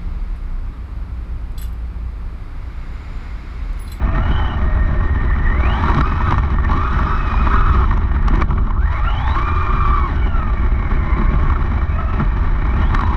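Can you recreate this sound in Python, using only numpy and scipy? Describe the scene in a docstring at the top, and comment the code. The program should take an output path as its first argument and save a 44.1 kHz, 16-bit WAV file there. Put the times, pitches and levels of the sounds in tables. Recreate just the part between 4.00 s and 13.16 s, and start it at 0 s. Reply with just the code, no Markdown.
"""Paving stones and icy slush under a small electric radio-controlled truck, heard inside a camera case on its roof.
The shaking mount fills the bass as low resonant noise; the tyres and plastic chassis drum, rattle and crunch
as filtered noise; ice lumps strike as scrapes with a brief panel ring. The gear mesh whines as wobbling sines
that follow the motor speed. The muffling case wall filters all but the shake and the panel ring."""
import sys
import numpy as np
from scipy import signal
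from scipy.fft import rfft, irfft
from scipy.io import wavfile
from scipy.ndimage import uniform_filter1d

SR = 44100
rng = np.random.default_rng(int(sys.argv[2]) if len(sys.argv) > 2 else 0)


def linear_from_db(decibels):
    """Turn decibels (scalar or array-like) into linear amplitude factors; 0 gives 1."""
    return 10 ** (np.asarray(decibels, float) / 20)


def dump_mix(stems):
    """Bounce the given channels to the path in sys.argv[1] as a 16-bit WAV at rate SR."""
    frames = np.atleast_2d(stems).T  # one column per channel
    limited = np.clip(frames, -1, 1)  # hard clip at full scale
    pcm = np.round(limited * 32767).astype(np.int16)
    wavfile.write(sys.argv[1], SR, pcm)


N = 403956


def curves(table):
    """Linear interpolation: the columns of a time table, one value a sample."""
    s, *columns = np.transpose(table)
    return [np.interp(np.arange(N) / SR, s, column) for column in columns]


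def unit(x):
    """Normalisation: scale to rms 1."""
    return x / np.sqrt(np.mean(x ** 2))


def band(x, kind, hz, order=4):
    """Butterworth filtering: a maximally flat pass band."""
    return signal.sosfilt(signal.butter(order, hz, kind, fs=SR, output="sos"), x)


def colour(x, points, modes=(), size=16384):
    """Minimum-phase filtering: a causal response whose gain follows (Hz, dB) points plus bell-shaped lifts."""
    hz = np.maximum(np.arange(size // 2 + 1) * SR / size, 1)
    points_hz, points_db = np.transpose(points)
    db = np.interp(np.log(hz), np.log(points_hz), points_db)
    for centre_hz, width_hz, lift_db in modes:
        db = db + lift_db / (1 + (2 * (hz - centre_hz) / width_hz) ** 2)
    # folding the cepstrum onto positive time makes the response causal
    cepstrum = irfft(np.log(linear_from_db(db)))
    cepstrum[1:size // 2] *= 2
    cepstrum[size // 2 + 1:] = 0
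    response = irfft(np.exp(rfft(cepstrum)))
    return signal.fftconvolve(x, response)[:len(x)]


def walk(rate):
    """Low-passed random process: a smooth wander, about rate turns a second, spread 1."""
    k = max(int(SR / rate), 1)
    once = uniform_filter1d(rng.standard_normal(N), k)
    return unit(uniform_filter1d(once, k))


def swells(table):
    """Superposition: Gaussian swells from rows of centre, full width at 1/e, and size."""
    t = np.arange(N) / SR
    return sum(db * np.exp(-(2 * (t - s) / length_s) ** 2) for s, length_s, db in table)


# broad colour of the case wall: frequency_hz, gain_db
CASE_COLOUR = [(100, -9.5), (200, -10), (400, -8.5), (700, -12), (1100, -4.5), (1600, -11.5), (2400, -25),
               (3500, -27), (4500, -34.5), (6000, -39), (7500, -55), (10000, -59.5), (14000, -77.5)]
# resonances and gaps of the case wall: centre_hz, width_hz, lift_db
CASE_RESONANCES = [(141.6, 25, 14.5), (212.6, 76.5, 12), (361, 112, 8), (484.7, 189, -14.5), (620, 74, 5),
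                   (850, 88, 4.5), (1163, 112, 5), (1370, 20, 6.5), (1837.5, 98, 10.5), (2270, 390, 10),
                   (2790, 130, -9.5), (2920, 300, 7), (3894, 182, 13.5), (3920, 460, -3.5), (5670, 350, 3),
                   (6180, 160, -5), (6800, 250, 1), (7080, 210, -6), (8000, 670, 6.5), (9300, 310, 0),
                   (9600, 500, -5.5)]


def case_wall(x, size=16384):
    """Transmission loss: the wall muffles the treble, and its resonances lift or notch narrow bands."""
    return colour(x, CASE_COLOUR, CASE_RESONANCES, size)


# excitation of the mount: frequency_hz, relative density_db_per_hz
SHAKE_SPECTRUM = [(4.7, -46.5), (8.0, -5.5), (37, 1), (59, -1), (84, -4), (113, -12.5), (140, -15.5),
                  (180, -44.5), (310, -120)]
# mount resonances: centre_hz, width_hz, lift_db
MOUNT_RESONANCES = [(30.6, 9.9, 4), (61.1, 7, 6.5), (79.5, 7.8, 3.5)]
# strength of the mount shake: time_s, level_db
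SHAKE_LEVEL = [(0, -14.5), (.9, -15.5), (1.3, -16), (1.9, -14), (2.1, -17), (2.32, -12.5), (2.5, -15.5),
               (3.25, -16.5), (3.5, -13), (4.7, -15.5), (4.8, -16.5), (6.0, -14), (6.12, -17), (6.55, -15),
               (7.55, -14), (7.72, -16.5), (8.0, -15.5), (9.16, -15)]


def shake():
    """Saturating resonator: the mount swings at low frequencies, and bounded travel flattens big swings."""
    push = unit(colour(rng.standard_normal(N), SHAKE_SPECTRUM, MOUNT_RESONANCES, size=65536))
    swing = np.tanh(0.44 * push)
    return linear_from_db(curves(SHAKE_LEVEL)[0]) * unit(band(swing, "low", 165))


def taps(shared_db, share, spread_db):
    """Random impacts: noise of uneven strength with scattered small ticks, heard through the case wall."""
    # about 60 ticks a second, each fading by 1/e in 3 ms
    ticks = (rng.random(N) < 60 / SR) * linear_from_db(spread_db * rng.random(N) ** 2)
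    ticks = signal.lfilter([1], [1, -np.exp(-1 / (.003 * SR))], ticks)
    uneven = linear_from_db(shared_db + 0.63 * walk(120)) * (1 + share * ticks)
    return case_wall(rng.standard_normal(N) * uneven)


BRIGHT_FROM_HZ = 2700  # where dull contact noise gives way to bright

# the ground under the tyres, by roughness and lumpiness: time_s, rattle_db, drumming_db
ROAD_SURFACE = [(0, -39, -26.5), (.44, -35, -29), (.7, -39, -29), (1.15, -38, -28), (1.45, -37.5, -29.5),
                (1.8, -31.5, -27), (2.0, -34.5, -22.5), (2.1, -37.5, -30.5), (2.3, -35, -26),
                (2.55, -38.5, -32.5), (2.9, -37.5, -33.5), (3.45, -34.5, -27), (3.75, -35.5, -26.5),
                (4.11, -40.5, -32), (4.4, -34, -22.5), (4.6, -34.5, -27), (4.77, -38.5, -32),
                (4.87, -37.5, -39.5), (5.0, -35.5, -38.5), (5.3, -35, -34), (5.5, -35.5, -30.5),
                (6.05, -38.5, -30.5), (7.05, -38.5, -28.5), (7.35, -35.5, -24), (7.9, -39, -31.5),
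                (8.2, -38.5, -30.5), (8.6, -38, -31), (8.95, -36, -27.5), (9.16, -35.5, -25.5)]
# a wheel rides over a joint or lump: centre_s, length_s, drumming_lift_db
WHEEL_BUMPS = [(1.25, 0.045, 5), (1.84, 0.036, 0.5), (1.98, 0.049, 6.5), (2.32, 0.046, 8), (2.52, 0.083, 6),
               (2.74, 0.16, 11), (3.01, 0.15, 8.5), (3.7, 0.11, 3), (4.35, 0.02, 1), (7.18, 0.037, 6),
               (7.32, 0.051, 2), (8.21, 0.073, 11.5), (8.79, 0.088, 7), (8.95, 0.098, 4.5)]
# the wheels leave the ground for a moment: centre_s, length_s, rattle_dip_db
WHEEL_HOPS = [(2.035, 0.024, 9), (2.62, 0.019, 6), (4.46, 0.061, 8.5), (4.545, 0.016, 5), (4.607, 0.013, 5)]


def chassis():
    """Rolling-contact noise: tyres and loose plastic drum low, rattle in the middle and crunch on top."""
    drum_top_hz, crunch_from_hz = 480, 4300
    rattle_db, drum_db = curves(ROAD_SURFACE)
    bumps_db, hops_db = swells(WHEEL_BUMPS), swells(WHEEL_HOPS)
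    rattle_db = rattle_db + 0.44 * bumps_db - hops_db
    drum_db = drum_db + bumps_db - 0.88 * hops_db

    mesh_hz = curves(MESH_DRIVE)[0]
    octaves = np.log2(mesh_hz / 800)
    # below a mesh rate of 420 Hz the rattle's upper part dies away by 24 dB per octave
    crawl_db = -24 * np.maximum(np.log2(420 / mesh_hz), 0)
    bright_db = 0.5 + 3.5 * octaves + 0.3 * crawl_db  # brighter with speed

    shared_db = 0.73 * walk(34) + 2.0 * walk(160)
    body = taps(shared_db, share=0.38, spread_db=7.5)
    grit = taps(shared_db, share=0.13, spread_db=12)

    drum = band(band(body, "high", 110), "low", drum_top_hz)
    scale = np.std(band(body, "band", [1400, 2300]))  # rattle level refers to this band
    dull = band(band(body, "high", drum_top_hz), "low", BRIGHT_FROM_HZ)
    dull = linear_from_db(crawl_db) * dull + (1 - linear_from_db(crawl_db)) * band(dull, "low", 1800)
    bright = band(grit, "high", BRIGHT_FROM_HZ)
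    # harder running lifts the crunchy top more than the rest
    crunch = linear_from_db(0.43 * (rattle_db + 26.5) - 9) * band(bright, "high", crunch_from_hz)
    rattle = (dull + linear_from_db(bright_db) * (bright + crunch)) / scale
    return linear_from_db(drum_db) * unit(drum) + linear_from_db(rattle_db) * rattle


# ice lumps and stones on the chassis: time_s, strength_db, relative brightness_db, ring_time_ms
ICE_KNOCKS = [(0.181, -15, -29, 5), (1.838, -6, -29.5, 3), (1.882, -11, -31, 3), (1.9, -4, -26.5, 2.8),
              (1.935, -18, -22, 4), (1.946, -11, -16, 2.5), (1.977, -11.5, -19, 3), (2.01, -5, -21, 2.7),
              (2.121, -12.5, -44, 3.4), (2.179, -14, -28.5, 3.5), (2.205, -13.5, -36, 4),
              (2.308, -8, -24, 3), (2.323, -2.5, -28, 2.7), (2.342, -12.5, -28, 3), (2.381, -7, -26, 3),
              (2.503, -17, -21.5, 3), (2.584, -14, -33, 5), (2.647, -18.5, -19.5, 2.5), (2.712, -9, -25, 8),
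              (2.99, -12, -25, 3.7), (3.107, -17, -21, 3), (3.341, -10.5, -42, 3), (3.469, -6, -34, 4),
              (3.841, -11.5, -29, 4.4), (3.911, -10.5, -28, 2.8), (3.926, -12.5, -29, 3.2),
              (3.975, -16.5, -24, 4), (4.162, -14.5, -31, 4.4), (4.225, -25, -15, 3), (4.262, -23, -27, 5),
              (4.282, -11, -16.5, 3.6), (4.335, -19, -26, 6), (4.351, -13.5, -22, 7),
              (4.357, -17, -18.5, 3), (4.374, -22, -19, 4), (4.396, -21, -26, 4.6), (4.41, -15.5, -20, 5),
              (4.42, -2, -26, 2.9), (4.505, -10, -30, 6.5), (4.528, -21, -30, 7), (4.58, -14.5, -36, 3.6),
              (4.669, -24, -26, 4), (4.706, -15, -29, 3), (5.369, -16, -32, 3.7), (5.514, -17, -30, 3),
              (5.852, -16, -34, 2.6), (7.106, -19, -23, 2.5), (7.18, -16.5, -30, 6), (7.5, -10, -28.5, 3.6),
              (7.522, -14.5, -25, 4), (7.559, -14, -31, 4), (7.625, -19.5, -25, 3),
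              (8.198, -12.5, -35.5, 3.6), (8.948, -5.5, -19, 2.5), (8.992, -7, -31, 3.5),
              (9.009, -13, -18, 3), (9.035, -8.5, -31, 2.4)]
# modes of the struck panel: frequency_hz, relative level_db
PANEL_MODES = [(990, -6.5), (1140, -0.5), (1310, -8.5)]


def knocks(lead_s=.0045, rise_s=.0018, fall_s=.0028, size=4096):
    """Impact excitation: a lump scrapes ever harder, strikes and rings a panel; the wall filters the scrape."""
    out = np.zeros(N + size)
    t = (np.arange(size) - size // 2) / SR
    scraping = np.where(t < rise_s, np.exp((t - rise_s) / lead_s), np.exp(-(t - rise_s) / fall_s))
    for s, db, bright_db, ring_ms in ICE_KNOCKS:
        scrape = case_wall(rng.standard_normal(size) * scraping, size=4096)
        dull = band(scrape, "low", BRIGHT_FROM_HZ)
        # the hard contact itself is brighter and briefer than the scrape
        contact = (np.gradient(scrape) + 0.27 * scrape) * scraping
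        bright = band(contact, "high", BRIGHT_FROM_HZ)

        # a longer, softer contact swells more slowly and rings on
        age = np.maximum(t, 0) * 1000 / ring_ms
        ringing = np.minimum(age / 0.7, 1) * np.exp(-age)
        # each lump lands elsewhere and favours another mode, with a spread of 8 dB
        places_db = 8 * rng.standard_normal(len(PANEL_MODES))
        ring = ringing * sum(linear_from_db(mode_db + place_db) * np.sin(2 * np.pi * hz * t)
                             for (hz, mode_db), place_db in zip(PANEL_MODES, places_db))

        blow = 0.46 * dull / np.abs(dull).max() + 0.64 * ring / ring.max()
        blow += 1.44 * linear_from_db(bright_db) * bright / np.abs(bright).max()
        start = int(s * SR) - size // 2
        out[start:start + size] += linear_from_db(db) * blow * signal.windows.tukey(size)
    return out[:N]


def whine(hz, db, judder, wobble, flutter_db):
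    """Frequency and amplitude modulation: worn teeth make a gear line wobble, flutter and come in patches."""
    phase = 2 * np.pi * np.cumsum(hz * (1 + judder * wobble * walk(120))) / SR
    patches_db = 0.84 * judder * walk(16)
    strength = linear_from_db(flutter_db * np.clip(walk(180), -3, 1) + patches_db)
    return linear_from_db(db) * unit(strength * np.sin(phase))


# thin strands of whine that hold their own pitch: start_s, length_s, start_hz, end_hz, level_db
WHINE_STRANDS = [(0.081, .52, 1835, 1854, -39.5), (0.627, 0.64, 1850, 1847, -33),
                 (6.19, .09, 2300, 2190, -25.5), (6.743, 0.13, 2254, 2210, -30)]


def strands(fade_s=0.028):
    """Independent partials: wavering tones, not tied to the mesh rate, fade in and out."""
    t = np.arange(N) / SR
    out = np.zeros(N)
    for s, length_s, from_hz, to_hz, db in WHINE_STRANDS:
        fade = np.clip(np.minimum(t - s, s + length_s - t) / fade_s, 0, 1)
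        hz = np.interp(t, [s, s + length_s], [from_hz, to_hz])
        out += fade * whine(hz, db, judder=2.5, wobble=.008, flutter_db=3)
    return out


# gear mesh and the load on its teeth, before the case wall: time_s, mesh_hz, mesh_strength_db
MESH_DRIVE = [(0, 620, -39.5), (.2, 657, -28.5), (.27, 728, -34), (.33, 755, -32), (.47, 753, -32),
              (.53, 725, -33.5), (.64, 628, -34), (.72, 612, -32), (.9, 585, -31.5), (1.0, 545, -34.5),
              (1.12, 502, -42), (1.28, 473, -37), (1.52, 467.4, -31.5), (1.62, 540.7, -28.5),
              (1.8, 850, -29), (1.92, 983, -25.5), (2.08, 1270, -29.5), (2.29, 1280, -24), (2.37, 992, -48),
              (2.5, 431.4, -54), (2.63, 451.2, -44), (2.66, 470, -40), (2.7, 857, -25), (2.73, 1030, -22),
              (2.79, 1190, -27), (2.95, 1287, -25.5), (3.07, 1263, -26), (3.2, 1302, -24.5),
              (3.3, 1240, -24), (3.47, 1252, -25), (3.6, 1276, -22), (3.78, 1268, -25.5), (3.88, 945, -33),
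              (4.0, 472.4, -52.5), (4.42, 399, -60), (4.5, 346, -66.5), (4.74, 259.5, -56), (4.8, 334, -47),
              (4.87, 452, -44), (4.94, 510, -42), (5.0, 570, -38), (5.08, 683, -31.5), (5.2, 795, -27),
              (5.33, 932.6, -28), (5.38, 1088, -21), (5.45, 1190, -25), (5.62, 1205, -24),
              (5.85, 1180, -23.5), (6.06, 1125, -23), (6.14, 760, -40.5), (6.34, 687, -34),
              (6.5, 591, -38.5), (6.73, 538.5, -37.5), (7.1, 512.6, -35), (7.33, 560.3, -38),
              (7.62, 529, -37), (7.9, 580.4, -40.5), (7.99, 640, -31), (8.15, 650, -35), (8.25, 592, -40),
              (8.45, 547.3, -40), (8.7, 539.5, -36.5), (8.81, 700, -36.5), (8.95, 946, -31.5),
              (9.16, 959, -29)]
# how hard the motor pulls sets its overtones: time_s, motor_fourth_multiple_db, mesh_second_multiple_db
MOTOR_PULL = [(0, -30.5, -45), (.2, -28, -28), (.28, -24, -28), (.48, -19.5, -34), (.54, -31, -39),
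              (.62, -41, -37), (.95, -47, -49), (1.2, -37, -49), (1.3, -26.5, -45), (1.55, -24, -45),
              (1.65, -18.5, -30), (1.8, -23, -24), (1.95, -29, -43), (2.06, -26, -24), (2.29, -34, -24),
              (2.37, -62, -56), (2.625, -42, -50), (2.648, -18, -51), (2.67, -30, -40), (2.71, -28, -34),
              (2.76, -38, -36), (2.85, -36, -20.5), (2.95, -26, -32), (3.2, -25, -21.5), (3.3, -27, -18),
              (3.45, -32, -20), (3.52, -29, -22), (3.78, -34, -26.5), (3.9, -42, -48), (4.0, -44, -55),
              (4.74, -47, -61), (4.8, -29.5, -50), (4.86, -28, -34), (4.93, -32, -21.5), (5.0, -24, -34.5),
              (5.04, -31, -26), (5.08, -17, -20), (5.12, -19.5, -41), (5.25, -25, -39), (5.34, -21, -35),
              (5.37, -29, -30.5), (5.45, -37, -20), (5.85, -34, -24), (6.06, -34, -28.5), (6.14, -37, -31),
              (6.28, -29, -33), (6.35, -31, -24), (6.55, -32, -41), (6.8, -33, -41), (7.2, -27.5, -31),
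              (7.4, -39, -35.5), (7.9, -33, -46), (7.99, -30, -25.5), (8.15, -29, -30.5), (8.25, -42, -43),
              (8.45, -38, -48), (8.72, -33, -41), (8.82, -29, -32), (8.95, -29, -38), (9.16, -24, -41)]
# tyres slipping and biting on ice make the load surge: time_s, surge_depth_db
TYRE_SLIP = [(0, 1), (1.5, 1), (1.9, 2.5), (2.8, 2), (3.0, 3), (3.8, 3), (4.7, 1), (5.3, 0.67), (6.1, 0.4),
             (6.3, 1), (8.6, 1), (9.16, 2.5)]
# gear lines: multiple of the mesh rate, level_db against the mesh strength,
# slope_db_per_octave of speed, pitch wobble share before judder
GEAR_LINES = [(.31, -8, -0.5, .012), (.78, -11, 4, .05), (.92, -3.5, -2, .032), (1.0, 2.5, -2.5, .016),
              (1.13, -0.5, -3, .026), (1.31, -13.5, 5, .015), (2.85, -4, -0.5, .03)]


def gears():
    """Gear-mesh harmonics: mesh lines and motor overtones follow the speed, heard through the case wall."""
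    hz, mesh_db = curves(MESH_DRIVE)
    fourth_db, second_db = curves(MOTOR_PULL)
    drum_db = curves(ROAD_SURFACE)[1]

    # a motor gaining 1.5 octaves per second pulls fully
    gaining = uniform_filter1d(np.gradient(np.log2(hz)) * SR, size=2000) / 1.5
    # slack gears are jerked about by the wheels, loaded ones run steadier
    judder = np.interp(mesh_db, [-37, -27], [2.6, 1.4])
    judder = judder * (1 - 0.1 * np.clip(gaining, 0, 1))  # pulling irons out some wobble
    judder = judder * linear_from_db(0.4 * (drum_db + 29))  # lumpy ground adds to it
    # bumps under the wheels jerk the speed of the whole drivetrain
    hz = hz * (1 + .0025 * judder * walk(25))
    octaves = np.log2(hz / 800)

    # the speed flares by a share of .002 with each dB of surge
    surge_db = curves(TYRE_SLIP)[0] * walk(21.98)
    hz = hz * (1 + .002 * surge_db)
    mesh_db = mesh_db + surge_db

    out = strands()
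    for k, db, slope_db, wobble in GEAR_LINES:
        out += whine(k * hz, mesh_db + db + slope_db * octaves, judder, wobble, flutter_db=4.5)
    out += whine(2 * hz, second_db, judder, wobble=0.00702, flutter_db=5.0)
    # the brushes bounce, so the motor's fourth multiple keeps dropping out
    fourth_db = fourth_db + 4.5 * np.clip(walk(24), -3, .8)
    out += whine(4 * hz, fourth_db, np.sqrt(judder), wobble=.018, flutter_db=4.5)
    # a line just above smears it upward
    out += whine(4.16 * hz, fourth_db - 0.5, np.sqrt(judder), wobble=.022, flutter_db=4.5)
    return case_wall(out)


def scene():
    """Superposition: mount, chassis, knocks and gears add on one channel."""
    return (shake() + chassis() + knocks() + gears())[None]


def low_pass(x):
    """Removes everything above the highest recorded frequency."""
    return signal.sosfilt(signal.butter(12, 13600, fs=SR, output="sos"), x)


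def record(dry):
    """Soft saturation: the camera rounds the loudest peaks."""
    rounded = np.tanh(1.125 * dry) / 1.046
    return low_pass(rounded)


dry = scene()
out = record(dry)
dump_mix(out)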